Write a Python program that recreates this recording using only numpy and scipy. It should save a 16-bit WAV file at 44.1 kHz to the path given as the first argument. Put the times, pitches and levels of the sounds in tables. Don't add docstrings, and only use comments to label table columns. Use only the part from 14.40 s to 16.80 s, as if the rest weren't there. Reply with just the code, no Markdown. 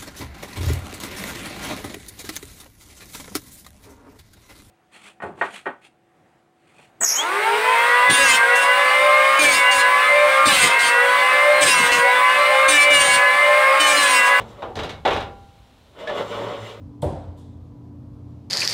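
import sys
import numpy as np
from scipy import signal
from scipy.fft import rfft, irfft
from scipy.io import wavfile

SR = 44100
rng = np.random.default_rng(int(sys.argv[2]) if len(sys.argv) > 2 else 0)


def digitize_waveform(pressure):
    field = np.atleast_2d(pressure).T
    bounded = np.clip(field, -1, 1)
    quanta = np.round(bounded * 32767).astype(np.int16)
    wavfile.write(sys.argv[1], SR, quanta)


N = 105840
TIME = np.arange(N) / SR
BAND_EDGES_HZ = 22 * 2 ** (np.arange(30) / 3)
BAND_CENTRES_HZ = np.sqrt(BAND_EDGES_HZ[1:] * BAND_EDGES_HZ[:-1])
ATTACK_S = 0.002


def from_db(db):
    return 10 ** (np.asarray(db) / 20)


def rms_one(x):
    return x / np.sqrt(np.mean(x ** 2) + 1e-20)


def unit_energy(x):
    return x / np.sqrt(np.sum(x ** 2) + 1e-20)


def at_hz(points, hz):
    table_hz, value = np.transpose(points)
    return np.interp(np.log(hz), np.log(table_hz), value)


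def dying(t, t60):
    return np.exp(-np.log(1000) * t / t60)


def drift(rate):
    knots = rng.standard_normal(int(rate * N / SR) + 2)
    return np.interp(TIME * rate, np.arange(len(knots)), knots)


def noise(spectrum):
    hz = np.maximum(np.arange(N // 2 + 1) * SR / N, 1)
    white = rfft(rng.standard_normal(N))
    return rms_one(irfft(white * from_db(at_hz(spectrum, hz)), N))


def noise_bands(spectrum):
    whole = rfft(noise(spectrum))
    hz = np.arange(N // 2 + 1) * SR / N
    return [irfft(whole * np.interp(hz, BAND_CENTRES_HZ, share), N)
            for share in np.eye(len(BAND_CENTRES_HZ))]


# pitch_hz [Hz], density_db [relative dB per Hz]
YARD_SPECTRUM = [(15, -52), (28, -16), (52, 4), (125, -4), (180, -7), (250, -7), (320, -13.5), (600, -13),
                 (1100, -18.5), (1900, -24), (3900, -21), (4600, -28.5), (9000, -35.5), (15500, -42.5)]
YARD_DB = -52.5


def yard():
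    return from_db(YARD_DB) * noise(YARD_SPECTRUM)


# start_s [s], level_db [dB]
HUM_LEVEL = [(0, -38.5), (.11, -50), (.2, -55), (1.0, -88), (1.65, -81), (1.8, -45), (1.95, -43.5),
             (2.07, -39), (2.15, -52), (2.23, -34.5), (2.3, -50), (2.4, -45)]
HUM_HZ, HUM_WANDER_HZ = 107, 4
HUM_FLUTTER_DB, OCTAVE_DB, OCTAVE_FLUTTER_DB = 1.0, -11, 1


def bending_hum():
    pitch_hz = HUM_HZ + HUM_WANDER_HZ * drift(11)
    phase = 2 * np.pi * np.cumsum(pitch_hz) / SR
    level_db = np.interp(TIME, *np.transpose(HUM_LEVEL)) + HUM_FLUTTER_DB * drift(30)
    octave = from_db(OCTAVE_DB + OCTAVE_FLUTTER_DB * drift(23)) * np.sin(2 * phase)
    return from_db(level_db) * rms_one(np.sin(phase) + octave)


# bass thud_db [dB], clang_db near 3 kHz [dB], sharp edge_db [dB], free ringing_db of the clear modes [dB]
CONTACTS = [(0.003, -37.5, 12, -4.5, -14, -5.5), (0.221, -25, -3, -7, -9, -20),
            (0.305, -42.5, 11, -22, -17, 2.5), (0.354, -38.5, 19, 4.5, 18.5, 0),
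            (0.366, -28, 6.5, -2, -8, -26), (0.388, -30, 9, 7, 10.5, -7.5), (0.432, -28, -5, 2.5, 9, -22),
            (0.492, -38, 11.5, 10, 17, -7.5), (0.651, -16, -6, -1, -1, -2.5),
            (0.675, -22, 5.5, 5.5, 3, -27), (0.706, -23.5, 0, 6, 4.5, -28),
            (0.73, -31.5, -18, 5.5, 12.5, -2), (0.762, -26.5, -9, 5, 6, -31),
            (0.803, -37.5, -12, 11.5, 14, -18), (1.692, -26.5, -12, -11, -5, -21)]
THUD_HZ, BODY_LOW_HZ, BODY_HIGH_HZ = 172, 486, 930
CLANG_LOW_HZ, CLANG_HIGH_HZ, EDGE_HZ = 2160, 3600, 4070


def contact_db(contact, hz):
    _, level_db, thud_db, clang_db, edge_db, _ = contact
    tilt = [(THUD_HZ, thud_db), (BODY_LOW_HZ, 0), (BODY_HIGH_HZ, 0),
            (CLANG_LOW_HZ, clang_db), (CLANG_HIGH_HZ, clang_db), (EDGE_HZ, edge_db)]
    return level_db + at_hz(tilt, hz)


# pitch_hz [Hz], density_db [relative dB per Hz]
CROWD_SPECTRUM = [(30, -21), (55, -8), (85, -4.5), (150, -10.5), (280, -5.5), (450, 2), (780, 1.5),
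                  (1200, -4), (2100, -12), (3850, -12), (4350, -23), (7000, -33), (10000, -41),
                  (15500, -51)]
# pitch_hz [Hz], t60_s [s]
CROWD_T60 = [(60, 1.32), (170, 0.89), (340, 0.55), (700, 0.41), (1400, 0.35), (3500, 0.25), (6000, 0.22),
             (14000, 0.17)]
CRACK_DB, CRACK_S = -23, 0.002


def crowded_ringing():
    out = np.zeros(N)
    crack = from_db(CRACK_DB) * np.exp(-TIME / CRACK_S)
    onset = np.minimum(TIME / ATTACK_S, 1) * (1 + crack)
    for hz, band in zip(BAND_CENTRES_HZ, noise_bands(CROWD_SPECTRUM)):
        tail_energy = (onset * dying(TIME, at_hz(CROWD_T60, hz))) ** 2
        energy = np.zeros(N)
        for contact in CONTACTS:
            start = max(int(contact[0] * SR), 0)
            energy[start:] += from_db(contact_db(contact, hz)) ** 2 * tail_energy[:N - start]
        out += band * np.sqrt(energy)
    return out


# pitch_hz [Hz], struck_db [relative dB], t60_s when struck [s],
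# sliding_db [relative dB]
CHANNEL_MODES = [(399.6, -23, 0.44, -1), (460.4, -21, 0.71, -2), (488, -12.5, 0.76, -0.5),
                 (566.4, -21, 0.79, 0.5), (753, 3.5, .33, -7), (796, -6, 1.0, -16), (835, 1, .1, -8),
                 (655, -27, 0.16, -17), (729, -16, 0.16, -35), (894, -5, 0.52, -16), (992, -6.5, 0.6, -7.5),
                 (1145, -7, 0.51, -10.5), (1386, -12, 0.75, -42), (1736, -10.5, 0.34, -16),
                 (1956, -9, 0.21, -18), (2198, -10, .45, -26.5), (2855, -15, 0.52, -3),
                 (3419, -7.5, 0.23, -10), (3840, -25, 0.35, -17), (4810, -27.5, 0.42, -30),
                 (6120, -27, 0.27, -38), (7370, -42, 0.55, -17)]
STRUCK_MODES_DB, MODE_SCATTER_DB = -2, 1.0
CONTACT_S = 0.0003


def clear_ringing():
    out = np.zeros(N)
    scatter_db = MODE_SCATTER_DB * rng.standard_normal((len(CONTACTS), len(CHANNEL_MODES)))
    for k, (hz, struck_db, t60, _) in enumerate(CHANNEL_MODES):
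        tail_energy = (dying(TIME, t60) * (1 - np.exp(-TIME / CONTACT_S))) ** 2
        energy = np.zeros(N)
        for contact, luck_db in zip(CONTACTS, scatter_db):
            start = max(int(contact[0] * SR), 0)
            ringing_db = contact[-1]
            level_db = STRUCK_MODES_DB + struck_db + contact_db(contact, hz) + ringing_db + luck_db[k]
            energy[start:] += from_db(level_db) ** 2 * tail_energy[:N - start]
        out += np.sqrt(energy) * np.sin(2 * np.pi * (hz * TIME + rng.random()))
    return out


# pitch_hz [Hz], density_db [relative dB per Hz]
SCRAPE_SPECTRUM = [(60, -34), (140, -12), (210, -2.5), (280, -12), (400, 2), (580, 1), (720, -6),
                   (1200, -8), (1550, -11), (2400, -9), (3850, -10), (4500, -23.5), (6000, -27),
                   (9000, -35.5), (15500, -45)]
SCRAPE_T60_S, SCRAPE_MODES_DB = 0.14, -3
HAND_DAMPING = 0.22
RASP_HZ, HISS_HZ = 1350, 5030


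def sliding_response():
    t = TIME[:SR // 2]
    crowd = unit_energy(noise(SCRAPE_SPECTRUM)[:len(t)] * dying(t, SCRAPE_T60_S))
    modes = np.zeros(len(t))
    for k, (hz, _, t60, sliding_db) in enumerate(CHANNEL_MODES):
        tone = np.sin(2 * np.pi * hz * t) * dying(t, t60 * HAND_DAMPING)
        modes += from_db(sliding_db) * tone * (-1) ** k
    response = crowd + from_db(SCRAPE_MODES_DB) * unit_energy(modes)
    zones = []
    for hz, kind in [(RASP_HZ, "low"), ([RASP_HZ, HISS_HZ], "band"), (HISS_HZ, "high")]:
        zone_filter = signal.butter(4, hz, kind, fs=SR, output="sos")
        zones.append(unit_energy(signal.sosfilt(zone_filter, response)))
    return zones


# start_s [s], body_db, rasp_db, hiss_db [dB before the zone gains]
GRAZE_STROKE = [(0.005, -28.5, -26, -41.5), (0.044, -45.5, -73, -70), (0.102, -45, -59.5, -56.5),
                (0.17, -45, -62, -66), (0.2, -40, -55, -70), (0.215, -41, -55, -63.5)]
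PUSH_STROKE = [(1.53, -61.5, -80, -85), (1.576, -43, -54.5, -80), (1.603, -34, -44, -52.5),
               (1.66, -37, -47.5, -60), (1.706, -27.5, -38, -54), (1.735, -29.5, -39.5, -58),
               (1.764, -28.5, -40, -47.5), (1.79, -24, -34.5, -45.5), (1.831, -25.5, -36.5, -50),
               (1.85, -32.5, -48, -52.5), (1.899, -32.5, -45, -49), (1.922, -28.5, -35.5, -48.5),
               (2.0, -27.5, -42, -50), (2.151, -30, -39, -54), (2.208, -35.5, -49, -55),
               (2.244, -36.5, -41.5, -50), (2.314, -37, -43, -51), (2.4, -45, -56, -67)]
ZONE_GAINS_DB = (-1, -2, -2)
SCRAPE_BUILD_S = 0.013
SLIDE_FADE_S = 0.09
CATCHES_PER_S, CATCH_SPREAD_DB = 2500, 0.5


def scraping():
    size_db = CATCH_SPREAD_DB * np.minimum(rng.exponential(1, N), 4)
    sizes = from_db(size_db) * rng.choice([-1, 1], N)
    catches = rms_one(sizes * (rng.random(N) < CATCHES_PER_S / SR))
    out = np.zeros(N)
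    t = TIME + SCRAPE_BUILD_S
    for k, (response, gain_db) in enumerate(zip(sliding_response(), ZONE_GAINS_DB)):
        force = np.zeros(N)
        for stroke in (np.array(GRAZE_STROKE), np.array(PUSH_STROKE)):
            start_s = stroke[:, 0]
            outside_s = np.abs(t - np.clip(t, start_s[0], start_s[-1]))
            level_db = gain_db + np.interp(t, start_s, stroke[:, k + 1])
            force += from_db(level_db) * np.exp(-outside_s / SLIDE_FADE_S)
        out += signal.fftconvolve(catches * force, response)[:N]
    return out


def sliding():
    return (scraping() + scraping()) / np.sqrt(2)


# start_s [s], pitch_hz [Hz], level_db [dB]
GROAN_PATH = [(1.598, 650, -46), (1.65, 643, -38.5), (1.697, 611, -32), (1.735, 577, -37),
              (1.765, 560, -70), (1.812, 561, -25), (1.839, 564, -32), (1.87, 580, -68)]
GROAN_JITTER_HZ, GROAN_FLUTTER_DB = 22.7, 1.5


def groan():
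    start_s, pitch_hz, level_db = np.transpose(GROAN_PATH)
    rough_hz = np.interp(TIME, start_s, pitch_hz) + GROAN_JITTER_HZ * drift(150)
    phase = 2 * np.pi * np.cumsum(rough_hz) / SR
    level = from_db(np.interp(TIME, start_s, level_db) + GROAN_FLUTTER_DB * drift(100))
    active = (TIME > start_s[0]) & (TIME < start_s[-1])
    return level * active * rms_one(np.sin(phase))


# pitch_hz [Hz], density_db [relative dB per Hz]
SNAG_SPECTRUM = [(30, -61), (1450, -32), (1720, 12), (1950, -4.5), (2300, -3), (2800, -11), (3600, -7),
                 (4500, -19), (8000, -33), (15500, -56)]
SNAG_S, SNAG_DB, SNAG_T60_S = 1.672, -27, 0.17


def snag():
    t = np.maximum(TIME - SNAG_S, 0)
    envelope = np.minimum(t / ATTACK_S, 1) * dying(t, SNAG_T60_S)
    return from_db(SNAG_DB) * noise(SNAG_SPECTRUM) * envelope


def scene():
    blows = crowded_ringing() + clear_ringing()
    friction = sliding() + groan() + snag()
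    return (yard() + bending_hum() + blows + friction)[None]


CUTOFF_HZ = 15750


def record(dry):
    low_pass = signal.ellip(12, .1, 90, CUTOFF_HZ, fs=SR, output="sos")
    return signal.sosfilt(low_pass, dry)


dry = scene()
out = record(dry)
digitize_waveform(out)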